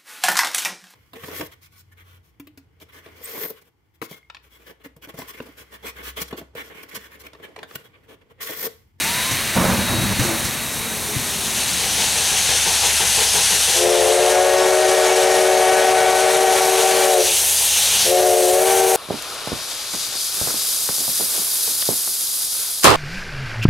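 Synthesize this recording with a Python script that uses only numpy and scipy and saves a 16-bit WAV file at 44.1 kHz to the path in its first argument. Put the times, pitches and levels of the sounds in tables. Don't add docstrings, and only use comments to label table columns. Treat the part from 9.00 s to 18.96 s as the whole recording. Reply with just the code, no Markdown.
import sys
import numpy as np
from scipy import signal
from scipy.fft import rfft, irfft, next_fast_len
from scipy.io import wavfile
from scipy.ndimage import uniform_filter1d, minimum_filter1d, map_coordinates

SR = 44100
rng = np.random.default_rng(int(sys.argv[2]) if len(sys.argv) > 2 else 0)


def generate_wav(signal):
    frames = np.transpose(np.atleast_2d(signal))
    scaled = np.clip(frames, -1, 1) * 32767
    pcm = np.round(scaled).astype(np.int16)
    wavfile.write(sys.argv[1], SR, pcm)


N = 439236
T = np.arange(N) / SR


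# (start [s], length [s], level [dB])
BLASTS = [(4.741, 3.47, -10.5), (9.045, .95, -9)]
# (time [s], steam pressure [1 = full blow])
VALVE_PRESSURE = [
    [(4.77, 0.018), (4.84, 0.31), (5.06, 0.38), (5.18, 0.64), (5.55, 0.89), (6.5, 0.96), (7.9, 1.154),
     (8.13, 1.02), (8.27, 0.021)],
    [(9.06, 0.098), (9.14, 0.65), (9.27, 0.73), (9.48, 0.54), (9.66, 1.22), (9.77, 1.29), (9.96, 1.1)],
]
BLOW_PRESSURES = [0.35, 0.92, 1.26]
# (frequency at full pressure [Hz], drop at no pressure [Hz])
CHAMBER_PITCHES = [(374.5, 24), (455.5, 28), (564, 59), (626, 57), (753, 88)]
# (soft [dB], full [dB], hard [dB], 2nd harmonic [dB], 3rd harmonic [dB], breathy share [0-1])
CHAMBER_TONES = [(-9.5, -8, -7.5, -10, -17, 0.01), (-6.5, -9, -8.5, -18.5, -18.5, .09),
                 (-6.5, -7, -18.5, -15.5, -15.5, .06), (-10, -8, -16, -17.5, -13.5, .08),
                 (-11, -6, -8.5, -15.5, -16.5, .22)]
# (frequency [Hz], spectral level [dB])
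LIP_SPECTRUM = [(250, -18), (350, -13), (520, -9), (680, 0), (810, 0), (1000, -9), (1250, -13),
                (1800, -10.5), (2400, -11), (4000, -23.5), (9000, -62)]
# (time [s], nearness [0-1])
NEARNESS = [(4.5, 0), (7, .2), (8.4, .78), (9.96, 1)]
def whistle(jitter=.001585, waver=.032, louder_db=1.5, brassier_db=15, mellow_db=10):
    pressure, = curves(np.vstack(VALVE_PRESSURE))
    near, = curves(NEARNESS)
    excess = pressure - 1
    gate = sum(amp(db) * envelope(start, length, attack=.12, t60=.14) for start, length, db in BLASTS)
    brightness = amp(3.5 - mellow_db * near + brassier_db * excess)
    chord = np.zeros(N)
    for (full_hz, drop_hz), voice in zip(CHAMBER_PITCHES, CHAMBER_TONES):
        *blow_db, second_db, third_db, breathy = voice
        drift = 1 + jitter * wobble(45) + waver * breathy * wobble(10)
        phase = phase_of((full_hz + drop_hz * excess) * drift)
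        breath = (wobble(60) * np.sin(phase) + wobble(60) * np.cos(phase)) / np.sqrt(2)
        tone = np.sqrt(1 - breathy) * np.sin(phase) + np.sqrt(breathy) * breath
        overtones = sum(amp(db + 1 + 2.4 * wobble(25)) * np.sin(k * phase + .65 * wobble(60))
                        for k, db in [(2, second_db), (3, third_db)])
        strength_db = np.interp(pressure, BLOW_PRESSURES, blow_db) + 1.35 * wobble(12)
        chord += np.sqrt(2) * amp(strength_db) * (tone + brightness * overtones)
    rush = amp(-9) * np.sqrt(brightness) * noise(LIP_SPECTRUM)
    return placed(gate * amp(louder_db * excess) * (chord + rush), left_db=3)


BEAT_ACCENTS = [0.38, 0.32, -2.1, -1.9]
# (time [s], level [dB])
EFFORT = [(2.8, -28), (4.4, -27), (8.5, -36.5)]
# (frequency [Hz], spectral level [dB])
STACK_SPECTRUM = [(80, -9.5), (190, -8), (290, -19), (390, -3.5), (480, 1.5), (590, -10), (800, 0.5),
                  (980, -3.5), (1250, -16.5), (1900, -7), (4000, -27)]
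def exhaust(first_s=2.803, period_s=.17, rise_s=.011, hold_s=.03, t60=.45):
    t = np.arange(SR // 2) / SR
    puff = np.minimum(t / rise_s, 1) * amp(-60 * np.maximum(t - hold_s, 0) / t60)
    beats = np.zeros(N + SR)
    for k, start in enumerate(np.arange(first_s, T[-1], period_s)):
        accent_db = BEAT_ACCENTS[k % 4] + rng.normal(0, .27)
        beats[round(start * SR):][:len(t)] += amp(accent_db) * puff
    effort_db, = curves(EFFORT)
    return placed(beats[:N] * amp(effort_db) * noise(STACK_SPECTRUM), left_db=4)


# (time [s], hiss level [dB], fizz level [dB])
FIELD_LEVELS = [(3.6, -20.5, -26), (4.6, -21, -24), (5.5, -20.5, -25.5), (6.2, -19.5, -23.5),
                (6.9, -22.5, -26.5), (7.9, -19, -20.5), (8.27, -22, -23.5), (8.5, -24.5, -21.5),
                (9.0, -20, -24.5), (9.3, -22, -20.5), (9.96, -20.5, -18.5)]
# (frequency [Hz], spectral level [dB])
FIELD_HISS = [(100, -21), (200, -23.5), (290, -30), (450, -13), (800, -3), (1150, -9.5), (1700, -3.5),
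              (2100, -3.5), (2800, 1), (4000, 1), (6300, -3), (8000, -7), (11000, -15), (15000, -32)]
FIELD_FIZZ = [(4000, -11), (6500, 0), (8500, 1.5), (10500, 2.5), (12000, -2), (13500, -13), (16000, -21)]
# (frequency [Hz], gain [dB])
CLOSE_RESPONSE = [(300, 7.5), (700, -.5), (1800, -4), (3000, .5), (10000, -1), (12500, 5), (15000, 7.5)]
def field_steam(near):
    hiss_db, fizz_db = curves(FIELD_LEVELS)
    hiss = amp(hiss_db + .28 * wobble(14)) * noise(FIELD_HISS)
    fizz = amp(fizz_db + .43 * wobble(20)) * noise(FIELD_FIZZ)
    far = patchy((hiss + fizz) * amp(.63 * wobble(45)), depth_db=1.01)
    close = filtered(far, lambda hz: gain_at(CLOSE_RESPONSE, hz))
    return far * (1 - near) + close * near


# (time [s], hiss level [dB], fizz level [dB])
YARD_LEVELS = [(0, -25.5, -27.5), (.45, -28, -29.5), (1.25, -28.5, -30), (1.65, -33.5, -31),
               (2.2, -34, -30)]
# (frequency [Hz], spectral level [dB])
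YARD_HISS = [(300, -28), (600, -7), (1000, -7), (1300, -3.5), (1700, 2.5), (2400, 3), (3200, -1.5),
             (4700, -3.5), (7000, -19)]
YARD_FIZZ = [(2500, -15), (3300, -4), (3700, 5.5), (4300, -0.5), (4800, -2.5), (6200, -0.5), (9000, 0),
             (11500, 0.5), (13500, -3), (16000, -11)]
YARD_ROAR = [(30, -15), (70, -2.5), (150, -1), (240, -2.5), (310, -6), (600, -7.5), (1000, -7), (2000, -16),
             (5000, -60)]
# (frequency [Hz], level [dB])
LEAK_TONES = [(3860, -34), (4237, -41), (4355, -40)]
# (time [s], gain [dB])
LEAK_SWELL = [(.7, -3), (1.02, 2.5), (1.5, -2.5), (2.3, -8)]
def yard_steam():
    hiss_db, fizz_db = curves(YARD_LEVELS)
    swell_db, = curves(LEAK_SWELL)
    hiss = amp(hiss_db + .43 * wobble(13)) * patchy(noise(YARD_HISS), depth_db=.84)
    fizz = amp(fizz_db + .48 * wobble(25.15)) * patchy(noise(YARD_FIZZ), depth_db=.4)
    leak = sum(amp(db + 3 * wobble(7.1)) * np.sin(2 * np.pi * hz * T + .45 * wobble(24.6))
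               for hz, db in LEAK_TONES)
    roar = amp(-34) * noise(YARD_ROAR)
    return placed(hiss + fizz + roar + amp(swell_db) * leak, left_db=.5)


# (time [s], thud level [dB], 60 dB decay time [s], clatter level [dB])
KNOCKS = [(.306, -20, 0.21, -25), (.57, -17, .2, -40), (1.189, -11.5, 0.14, -24), (1.225, -38, 0.57, -29.5),
          (1.44, -22.5, 0.26, -27), (2.155, -23.5, 0.33, -45)]
# (frequency [Hz], spectral level [dB])
THUD_SPECTRUM = [(40, -16), (85, -5), (130, 4), (200, -9), (280, -6), (380, -23), (900, -22), (3000, -25),
                 (9000, -50)]
CLATTER_SPECTRUM = [(1000, -12), (2500, -7), (6000, -1), (14000, -12)]
def couplers(attack_s=.008):
    thud, clatter = noise(THUD_SPECTRUM), noise(CLATTER_SPECTRUM)
    knocks = sum(envelope(start, 0, attack_s, t60) * (amp(thud_db) * thud + amp(clatter_db) * clatter)
                 for start, thud_db, t60, clatter_db in KNOCKS)
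    return placed(knocks, left_db=-3)


# (start [s], length [s], rumble level [dB], rattle level [dB])
SHUDDERS = [(0.548, .15, -19.5, -22.5), (0.768, .07, -29, -35), (0.871, 0.24, -24.5, -35),
            (1.19, 0.15, -35, -30)]
# (frequency [Hz], bandwidth [Hz], level [dB])
FRAME_MODES = [(77.4, 48, -7.5), (118, 34, -3), (196, 19, -1), (238, 30, -7.5), (335, 22, -11)]
# (frequency [Hz], spectral level [dB])
RATTLE_SPECTRUM = [(300, -5), (470, 0.5), (570, 4.5), (720, -1), (900, 0.5), (1150, -2), (1600, -5.5),
                   (2500, -23), (9000, -24)]
def tender(attack_s=.03, t60=.54):
    frame, rattle = ringing(FRAME_MODES), noise(RATTLE_SPECTRUM)
    shudders = sum(envelope(start, length, attack_s, t60) * (amp(db) * frame + amp(rattle_db) * rattle)
                   for start, length, db, rattle_db in SHUDDERS)
    judder = unit(amp(1.6 * wobble(55)))
    return placed(judder * shudders, left_db=-4.5)


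# (start [s], length [s], first pitch [Hz], last pitch [Hz], level [dB], loss [dB])
GROANS = [(0.046, .36, 867, 1105, -30.5, 10), (1.24, 0.078, 370, 329, -29, -2),
          (1.2, 1.4, 228, 227, -33, 13.5), (1.8, .8, 462, 380, -41.5, 0.5)]
def wheel_groans(roughness=.008, flicker_db=3):
    groans = np.zeros(N)
    for start, length, first_hz, last_hz, db, loss_db in GROANS:
        glide = np.clip((T - start) / length, 0, 1) ** .7
        level = amp(db - loss_db * glide + flicker_db * wobble(25.16))
        hz = (first_hz + (last_hz - first_hz) * glide) * (1 + roughness * wobble(61.1))
        groans += level * envelope(start, length, attack=.01, t60=.37) * np.sin(phase_of(hz))
    return placed(groans, left_db=2.5)


# (time [s], frequency [Hz], level [dB])
HUM = [(2.5, 76.5, -40), (3.3, 73, -40.5), (4.2, 72.2, -40.5), (5.1, 71.4, -43), (9.96, 71, -48.5)]
def hum():
    hz, db = curves(HUM)
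    return amp(db + .7 * wobble(4.1)) * np.sin(phase_of(hz))


# (time [s], level [dB])
GEAR_LEVELS = [(2.5, -46), (4.5, -44), (5.2, -51), (8.7, -55), (9.05, -42), (9.3, -43)]
# (frequency [Hz], spectral level [dB])
GEAR_SPECTRUM = [(35, -12), (60, -15), (105, 0), (150, -12), (215, -7.5), (290, -14), (800, -50)]
def running_gear():
    db, = curves(GEAR_LEVELS)
    return amp(db) * noise(GEAR_SPECTRUM)


def echoed(x, delay_s=.11, echo_db=-21):
    return x + amp(echo_db) * np.pad(x, [(0, 0), (int(delay_s * SR), 0)])[:, :N]


def trees(x, t60=.87, rise_s=.016, wet_db=-17):
    t = np.arange(SR) / SR
    tail = rng.standard_normal((2, SR)) * amp(-60 * t / t60) * np.minimum(t / rise_s, 1)
    return amp(wet_db) * signal.fftconvolve(x, tail / np.linalg.norm(tail[0]), axes=1)[:, :N]


def amp(db):
    return 10 ** (np.asarray(db) / 20)


def unit(x):
    return x / np.sqrt(np.mean(x ** 2) + 1e-20)


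def gain_at(points, hz):
    f, db = np.transpose(points)
    return amp(np.interp(np.log(hz + 1), np.log(f + 1), db))


def curves(rows):
    times, *columns = np.transpose(rows)
    return [np.interp(T, times, column) for column in columns]


def phase_of(hz):
    return 2 * np.pi * np.cumsum(hz) / SR


def envelope(start, length, attack, t60):
    return np.clip((T - start) / attack, 0, 1) * amp(-60 * np.clip((T - start - length) / t60, 0, 2))


def wobble(rate):
    position = T[::32] * rate
    knots = rng.standard_normal(int(position[-1]) + 4)
    return np.interp(T, T[::32], map_coordinates(knots, [position]))


def filtered(x, response):
    size = next_fast_len(N + 8192)
    return irfft(rfft(x, size) * response(np.fft.rfftfreq(size, 1 / SR)), size)[..., :N]


def noise(spectrum):
    white = rng.standard_normal(N)
    return unit(filtered(white, lambda hz: gain_at(spectrum, hz) * np.minimum(hz / spectrum[0][0], 1)))


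def ringing(modes):
    def response(f):
        return sum((-1) ** k * amp(db) * 1j * f * width / (hz * hz - f * f + 1j * f * width)
                   for k, (hz, width, db) in enumerate(modes))
    return unit(filtered(rng.standard_normal(N), response))


def patchy(x, depth_db):
    spectra = signal.stft(x, nperseg=512)[2]
    patches = uniform_filter1d(rng.standard_normal(spectra.shape), size=7, axis=0)
    patches = uniform_filter1d(patches, size=14, axis=1)
    return signal.istft(spectra * amp(depth_db * unit(patches)), nperseg=512)[1][:N]


def placed(x, left_db):
    return x * amp(np.array([[1], [-1]]) * left_db / 2)


def scene(dissolve_start_s=1.916, dissolve_length_s=2.32):
    near, = curves(NEARNESS)
    yard = yard_steam() + couplers() + tender() + wheel_groans()
    field = placed(field_steam(near) + hum() + running_gear(), left_db=2 - 1.2 * near)
    field += exhaust() + echoed(whistle())
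    turn = np.pi / 2 * np.clip((T - dissolve_start_s) / dissolve_length_s, 0, 1)
    direct = np.cos(turn) * yard + np.sin(turn) * field
    return direct + trees(direct)


# (frequency [Hz], gain [dB])
MIC_RESPONSE = [(4300, 1.5), (5050, 0), (5600, 3.5), (6200, 6), (7300, 2), (8600, 5.5), (9700, 3.5),
                (10700, 3), (11600, 2)]
# (frequency [Hz], left minus right [dB])
BASS_LEAN = [(30, 11), (70, 12), (120, 11), (220, 2.5), (450, 1), (2000, -.5), (6000, .5), (12000, -.5)]
def microphone(hz):
    lean = gain_at(BASS_LEAN, hz)
    return gain_at(MIC_RESPONSE, hz) * 2 * np.array([lean, np.ones_like(hz)]) / (1 + lean)


def gain_control(x, threshold_db=-15.5, squeeze=.68, average_s=.065):
    power = np.abs(uniform_filter1d(np.mean(x ** 2, axis=0), int(average_s * SR)))
    excess_db = np.maximum(10 * np.log10(power + 1e-12) - threshold_db, 0)
    return x * amp(-squeeze * excess_db)


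def limiter(x, ceiling=.61):
    needed = np.minimum(1, ceiling / (np.abs(x).max(axis=0) + 1e-9))
    return x * uniform_filter1d(minimum_filter1d(needed, size=400), size=300)


def record(dry, top_hz=15900):
    heard = limiter(gain_control(filtered(dry, microphone)))
    return filtered(heard, lambda hz: hz < top_hz)


dry = scene()
out = record(dry)
generate_wav(out)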